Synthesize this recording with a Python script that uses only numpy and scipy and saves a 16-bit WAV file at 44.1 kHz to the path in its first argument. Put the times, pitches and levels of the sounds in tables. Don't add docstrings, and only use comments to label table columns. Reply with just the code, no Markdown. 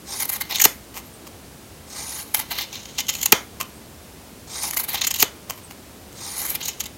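import sys
import numpy as np
from scipy import signal
from scipy.fft import rfft, irfft, next_fast_len
from scipy.io import wavfile

SR = 44100
rng = np.random.default_rng(int(sys.argv[2]) if len(sys.argv) > 2 else 0)


def wav_record(signal):
    frames = np.transpose(np.atleast_2d(signal))
    bounded = np.clip(frames, -1, 1)
    quanta = np.round(bounded * 32767).astype(np.int16)
    wavfile.write(sys.argv[1], SR, quanta)


N = 307377
T = np.arange(N) / SR


def from_db(db):
    return 10 ** (np.asarray(db) / 20)


def rms_one(x):
    return x / np.sqrt(np.mean(x ** 2) + 1e-20)


def coloured(x, spectrum):
    points_hz, points_db = np.transpose(spectrum)
    size = next_fast_len(N)
    bins_hz = np.maximum(np.fft.rfftfreq(size, 1 / SR), 1)
    gain = from_db(np.interp(np.log(bins_hz), np.log(points_hz), points_db))
    return rms_one(irfft(rfft(x, size) * gain, size)[:N])


def drift(rate_hz):
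    return rms_one(np.interp(T * rate_hz, np.arange(N // 10), rng.standard_normal(N // 10)))


def resonate(x, hz, width_hz):
    radius = np.exp(-np.pi * width_hz / SR)
    zeros = np.sqrt(1 - radius ** 2) / np.sqrt(2) * np.array([1, 0, -1])
    poles = [1, -2 * radius * np.cos(2 * np.pi * hz / SR), radius ** 2]
    return signal.lfilter(zeros, poles, x + 1e-18 * rng.standard_normal(N))


def soften(x, hz):
    return signal.sosfilt(signal.butter(1, hz, fs=SR, output="sos"), x)


def swells(rows, steepness=2.14, rise_share=0.4):
    power = np.zeros(N)
    for s, db, length_s in rows:
        near = slice(max(int((s - 2 * length_s) * SR), 0), int((s + 2 * length_s) * SR))
        age = (T[near] - s) / length_s + .5 - rise_share
        side = np.where(age < 0, rise_share, 1 - rise_share)
        power[near] += from_db(db) ** 2 * np.exp(-np.abs(age / side) ** steepness)
    return np.sqrt(power)


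def crackle(per_s, size_db, clump_db, clump_rate_hz, hiss):
    sizes = from_db(size_db * np.minimum(rng.exponential(1, N), 4)) * rng.choice([-1, 1], N)
    snaps = rms_one(sizes * (rng.random(N) < per_s / SR))
    clumps = from_db(clump_db * drift(clump_rate_hz))
    return rms_one((snaps + hiss * rng.standard_normal(N)) * clumps)


def whistle(hz, width_hz):
    phase = 2 * np.pi * np.cumsum(hz * np.ones(N)) / SR
    return rms_one(drift(width_hz) * np.cos(phase) + drift(width_hz) * np.sin(phase))


# frequency in Hz, relative level in dB per Hz.
AIR_SPECTRUM = [(15, -35), (25, -26), (64, 2), (123, -4.5), (235, -3), (981, -14.5), (1120, -15.5),
                (1510, -18), (10500, -22.5), (15800, -25.5)]


def room_air(level_db=-43):
    return from_db(level_db) * coloured(rng.standard_normal(N), AIR_SPECTRUM)


def rumble(hz=150, width_hz=110, level_db=-57, lumps_db=4):
    lumps = from_db(level_db + lumps_db * drift(12))
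    return lumps * rms_one(resonate(rng.standard_normal(N), hz, width_hz))


def handling(hz=340, width_hz=220, level_db=-59, lumps_db=4):
    lumps = from_db(level_db + lumps_db * drift(8))
    return lumps * rms_one(resonate(rng.standard_normal(N), hz, width_hz))


# frequency in Hz, time to fade by 60 dB in seconds, relative level in dB.
ROOM_TAIL = [(1450, 0.28, 7), (6070, 0.23, 2.5), (9000, 0.24, 0), (15000, 0.35, -12)]


def room(direct, spill, wet_db=-15, first_s=.003, echo_s=0.0025, echo_db=-13):
    hz, age_s, noise = signal.stft(rng.standard_normal(SR // 2), SR, nperseg=128)
    points_hz, t60_s, points_db = np.transpose(ROOM_TAIL)
    start_db = np.interp(hz, points_hz, points_db)[:, None]
    fading = from_db(start_db - 60 * age_s / np.interp(hz, points_hz, t60_s)[:, None])
    tail = signal.istft(noise * fading * (age_s > first_s), SR)[1]
    reflections = signal.fftconvolve(spill, tail / np.linalg.norm(tail))[:N]
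    echo = from_db(echo_db) * np.interp(T - echo_s, T, direct)
    return direct + echo + from_db(wet_db) * reflections


# middle in seconds, level in dB, length in seconds.
SCRAPES = [(.966, -38, 0.037), (.982, -31, 0.02), (1.273, -40, 0.011), (3.61, -24.5, 0.012),
           (3.623, -33, 0.011), (5.503, -20.5, 0.0096), (5.512, -40, 0.035), (5.585, -42, 0.021),
           (5.714, -39.5, 0.013)]
# frequency in Hz, relative level in dB.
SCRAPE_SPECTRUM = [(290, -25), (500, -9), (1060, 2), (1580, -11.5), (1990, -3.5), (2290, -4), (3010, -2),
                   (3530, -11), (6550, -4.5), (10400, -13), (12300, -3.5), (15500, -10.5)]
# middle in seconds, level in dB, length in seconds.
SQUEAKS = [(1.147, -46, 0.021), (3.769, -50, .026), (5.648, -45.5, 0.022)]


def opening(squeak_hz=8600, fall_hz_per_s=23000, rough_db=3, hiss_hz=12800, hiss_width_hz=1000,
            hiss_db=-3.0, lead_s=0.079, hiss_s=0.035):
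    snaps = crackle(per_s=4600, size_db=6.0, clump_db=2.5, clump_rate_hz=480, hiss=0.14)
    scrape = swells(SCRAPES) * coloured(snaps, SCRAPE_SPECTRUM)
    times_s = np.array(SQUEAKS)[:, 0]
    nearest = np.searchsorted((times_s[1:] + times_s[:-1]) / 2, T)
    since_s = T - times_s[nearest]
    squeak = whistle(squeak_hz - fall_hz_per_s * since_s, width_hz=820)
    squeak = swells(SQUEAKS) * squeak * from_db(rough_db * drift(200))
    hiss = whistle(hiss_hz - fall_hz_per_s * (since_s + lead_s), hiss_width_hz)
    heel = swells([(s - lead_s, db + hiss_db, hiss_s) for s, db, _ in SQUEAKS]) * hiss
    return scrape + heel + squeak


# time in seconds, relative strength in dB, chatter decay in seconds.
SLAMS = [(0.6518, 10.5, 0.0031), (3.3231, 16.5, 0.0025), (5.2254, 9, 0.00045)]
# frequency in Hz, width in Hz, level in dB.
FRAME = [(285, 140, -7), (422, 77, -4), (740, 65, -11), (897, 126, -1.5), (1290, 380, 0), (2050, 340, -2),
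         (2470, 75, -2.5), (2700, 240, 3.5), (3190, 120, -9.5), (4390, 2300, 9.5), (6140, 1800, 12.5),
         (8900, 4200, 6), (13700, 480, 18)]


def slams(spread_s=.006, chatter=0.048, level_db=-7.5):
    age_s, force = T[:SR // 20], np.zeros(N)
    for s, strength_db, decay_s in SLAMS:
        blow = chatter * rng.standard_normal(len(age_s)) * np.exp(-age_s / decay_s)
        blow[0] += 1
        force[round(s * SR):][:len(age_s)] += from_db(strength_db + level_db) * blow
    knock = sum(from_db(db) * resonate(force, hz, width_hz) for hz, width_hz, db in FRAME)
    size = next_fast_len(N)
    turns = 2 * spread_s * np.sqrt(FRAME[1][0] * np.fft.rfftfreq(size, 1 / SR))
    return irfft(rfft(knock, size) * np.exp(-2j * np.pi * turns), size)[:N]


def slam_spill(level_db=9, low_hz=300, soft_hz=5500):
    clap = np.zeros(N)
    for s, strength_db, _ in SLAMS:
        clap[round(s * SR)] = from_db(strength_db + level_db)
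    thin = signal.butter(2, low_hz, "high", fs=SR, output="sos")
    return signal.sosfilt(thin, soften(clap + 1e-18, soft_hz))


def screech(hz=13950, width_hz=700, level_db=-20, length_s=.0028):
    bursts = swells([(s, strength_db + level_db, length_s) for s, strength_db, _ in SLAMS])
    return bursts * whistle(hz, width_hz)


# start in seconds, slide up to the pile in seconds, stay in the pile
# in seconds, whole length in seconds, speed of the last press in blade lengths per second, final travel 0-1.
CUTS = [(0.048, 0.2, 0.21, 0.55, 1.98, 0.83), (1.848, 0.4, 0.22, 1.45, 0.31, 0.8),
        (4.453, 0.32, 0.15, 0.83, 2, 0.79), (6.13, 0.34, 0.1, 0.66, 9.3, 0.77)]
PILE_AT, YIELD_AT, SLIP_TO = 0.32, 0.53, 0.59
SLIP_S = 0.047


def crossing_point():
    travel = np.zeros(N)
    for start_s, slide_s, pile_s, _, speed, reach in CUTS:
        turns_s = start_s + np.cumsum([0, slide_s, pile_s, SLIP_S])
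        stages = np.interp(T, turns_s, [0, PILE_AT, YIELD_AT, SLIP_TO])
        press = speed * np.maximum(T - turns_s[-1], 0)
        travel = np.where(T >= start_s, np.minimum(stages + press, reach), travel)
    return travel


# start in seconds, length in seconds, level in dB.
PUSHES = [(0.029, 0.22, -29), (0.309, 0.054, -24), (0.486, 0.11, -30.5), (1.866, 0.36, -30.5),
          (2.381, 0.037, -26.5), (2.507, 0.13, -30.5), (2.716, 0.086, -36), (3.11, 0.15, -32.5),
          (4.461, 0.23, -29), (4.905, 0.085, -29.5), (5.14, 0.1, -28), (6.122, 0.43, -31),
          (6.594, 0.1, -27)]


def rub_strength(travel, attack_s=0.013, release_s=0.013, lean_db=-43.5, contact_at=0.11):
    closing = sum((T > start_s) & (T < start_s + length_s) for start_s, _, _, length_s, _, _ in CUTS)
    push = np.zeros(N)
    for start_s, length_s, db in PUSHES:
        rise = np.clip((T - start_s) / attack_s, 0, 1)
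        fade = np.exp(-np.clip((T - start_s - length_s) / release_s, 0, 20))
        push += from_db(db) * rise * fade
    return np.hypot(from_db(lean_db) * closing, push) * np.minimum(travel / contact_at, 1)


# middle in seconds, level in dB, length in seconds.
BITES = [(.208, -20.5, 0.016), (.227, -21, 0.011), (.255, -21.5, 0.0054), (.297, -18.5, 0.011),
         (.333, -23, 0.015), (.414, -16.5, 0.011), (.516, -24, 0.027), (.559, -19.5, 0.022),
         (.602, -12, 0.0086), (.62, -7.5, 0.0091), (.645, -6.5, 0.0094), (.652, -2, 0.0031),
         (2.348, -13, 0.0097), (2.371, -24, 0.016), (2.395, -26, 0.0063), (2.516, -20, 0.016),
         (2.586, -19, 0.013), (2.615, -24, 0.037), (2.738, -30.5, 0.017), (2.856, -33.5, 0.0065),
         (2.991, -16, 0.015), (3.008, -17.5, 0.0077), (3.095, -14, 0.014), (3.153, -22, 0.007),
         (3.216, -20, 0.0041), (3.2335, -16, 0.011), (3.26, -8, 0.0045), (3.3226, 1.5, 0.0023),
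         (4.639, -24, 0.03), (4.678, -26.5, .018), (4.709, -23, 0.0049), (4.738, -29, 0.018),
         (4.773, -15.5, 0.011), (4.8, -19.5, 0.02), (4.841, -24.5, 0.014), (4.895, -20.5, 0.019),
         (4.949, -19, 0.015), (4.978, -28, 0.018), (5.018, -16.5, 0.011), (5.0435, -16, 0.013),
         (5.074, -14.5, 0.01), (5.11, -15.5, 0.0073), (5.144, -20, 0.0075), (5.162, -19, 0.0053),
         (5.206, -13.5, 0.017), (5.226, -11.5, 0.0094), (6.4, -25.5, 0.047), (6.454, -23, 0.012),
         (6.504, -23, 0.028), (6.554, -21, 0.012), (6.657, -28, 0.0068), (6.686, -21.5, 0.011),
         (6.806, -18, 0.011), (6.842, -30.5, 0.0075), (6.862, -25.5, 0.0086)]


def bite_strength(rub, travel, count=170, tuft_db=3, spread_db=6, tuft_s=0.0039):
    small = [(when * N / SR, tuft_db + spread_db * (2 * size - 1), tuft_s)
             for when, size in rng.random((count, 2))]
    in_pile = np.minimum(travel / PILE_AT, 1) ** 4
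    return np.hypot(swells(BITES), in_pile * rub * swells(small))


def edge_whistle(travel, rub, bite, pivot_hz=7850, rise_hz=8900, level_db=-8, scatter_hz=1900, rough_db=1.5):
    undamped = np.interp(travel, [0, .24, .39], [.55, 1.15, 0])
    hz = pivot_hz + travel * (rise_hz + scatter_hz * drift(1800))
    drive = np.hypot(rub, bite) * from_db(level_db + rough_db * drift(220))
    return drive * undamped * whistle(hz, width_hz=400)


PLACES = [.12, .4, .62, .71, .87]


def fizz(travel, rub, bite, above_hz=10500, level_db=-3, hardness=1.114, rub_db=-5,
         place_db=(-6, 1.5, -5, -7, 2)):
    pressure = np.hypot(rub * from_db(rub_db), bite) ** hardness
    snaps = crackle(per_s=7300, size_db=-0.5, clump_db=6.5, clump_rate_hz=480, hiss=0.051)
    bright = signal.sosfilt(signal.butter(2, above_hz, "high", fs=SR, output="sos"), snaps)
    return from_db(level_db + np.interp(travel, PLACES, place_db)) * pressure * rms_one(bright)


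# frequency in Hz, width in Hz, then relative level in dB when excited
BLADE = [(894, 310, -8, -10, -8, -11, -16), (2182, 364, -6.5, -3.5, 0.5, -2, -3.5),
         (2430, 1140, -8, -6.5, 1.5, 0, -3.5), (3025, 367, -11.5, -8, 0.5, 1.5, -1.5),
         (3760, 400, -8, -14, -1, 0.5, -23), (4350, 570, -3.5, -7, 1, 1, -4),
         (5050, 1120, -0.5, -9.5, -3.5, 0, -7), (6630, 640, -1.5, -6.5, -9, 4, 3),
         (7275, 330, -4.5, -8.5, -27, -13.5, 4.5), (7590, 960, -7.5, -7, -18.5, -13, 1),
         (10160, 520, -9, 1, -30, -33, -11), (11070, 1200, -11, -4, -30, -21, 0),
         (12220, 480, -8, 4.5, -10, -29, -19), (13900, 470, -14, -6.5, -17, -12, -7),
         (13600, 1400, -11, -22, -30, -15, 9), (14200, 3700, -26, -1.5, -5, -20, -30)]
# frequency in Hz, width in Hz, relative level in dB.
STEEL = [(2603, 55, -17.5), (6720, 41, -26), (7450, 110, -9.5)]


def cutting(travel, rub, bite, soft_hz=11000, shift_db=1.5, shift_rate_hz=90, sing_db=-7):
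    rubbing = rub * crackle(per_s=6000, size_db=3.5, clump_db=1.83, clump_rate_hz=120, hiss=1.5)
    biting = bite * crackle(per_s=10000, size_db=4.5, clump_db=2.9, clump_rate_hz=890, hiss=1.0)
    force = soften(rubbing, soft_hz) + biting
    gains = [np.interp(travel, PLACES, from_db(row[2:])) * from_db(shift_db * drift(shift_rate_hz))
             for row in BLADE]
    force = force / np.sqrt(sum(gain ** 2 for gain in gains))
    blades = sum((-1) ** k * resonate(force * gains[k], *row[:2]) for k, row in enumerate(BLADE))
    singing = sum(from_db(db + sing_db) * resonate(biting * travel, hz, width_hz)
                  for hz, width_hz, db in STEEL)
    return blades + singing


def scene():
    travel = crossing_point()
    rub = rub_strength(travel)
    bite = bite_strength(rub, travel)
    edges = cutting(travel, rub, bite) + fizz(travel, rub, bite) + edge_whistle(travel, rub, bite)
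    edges = edges + screech() + opening()
    shears = room(edges + slams(), edges + slam_spill())
    return (shears + handling() + rumble() + room_air())[None]


def record(dry, cutoff_hz=16000):
    overloaded = dry / (1 + dry ** 6) ** (1 / 6)
    return signal.sosfilt(signal.ellip(12, .1, 70, cutoff_hz, fs=SR, output="sos"), overloaded)


dry = scene()
out = record(dry)
wav_record(out)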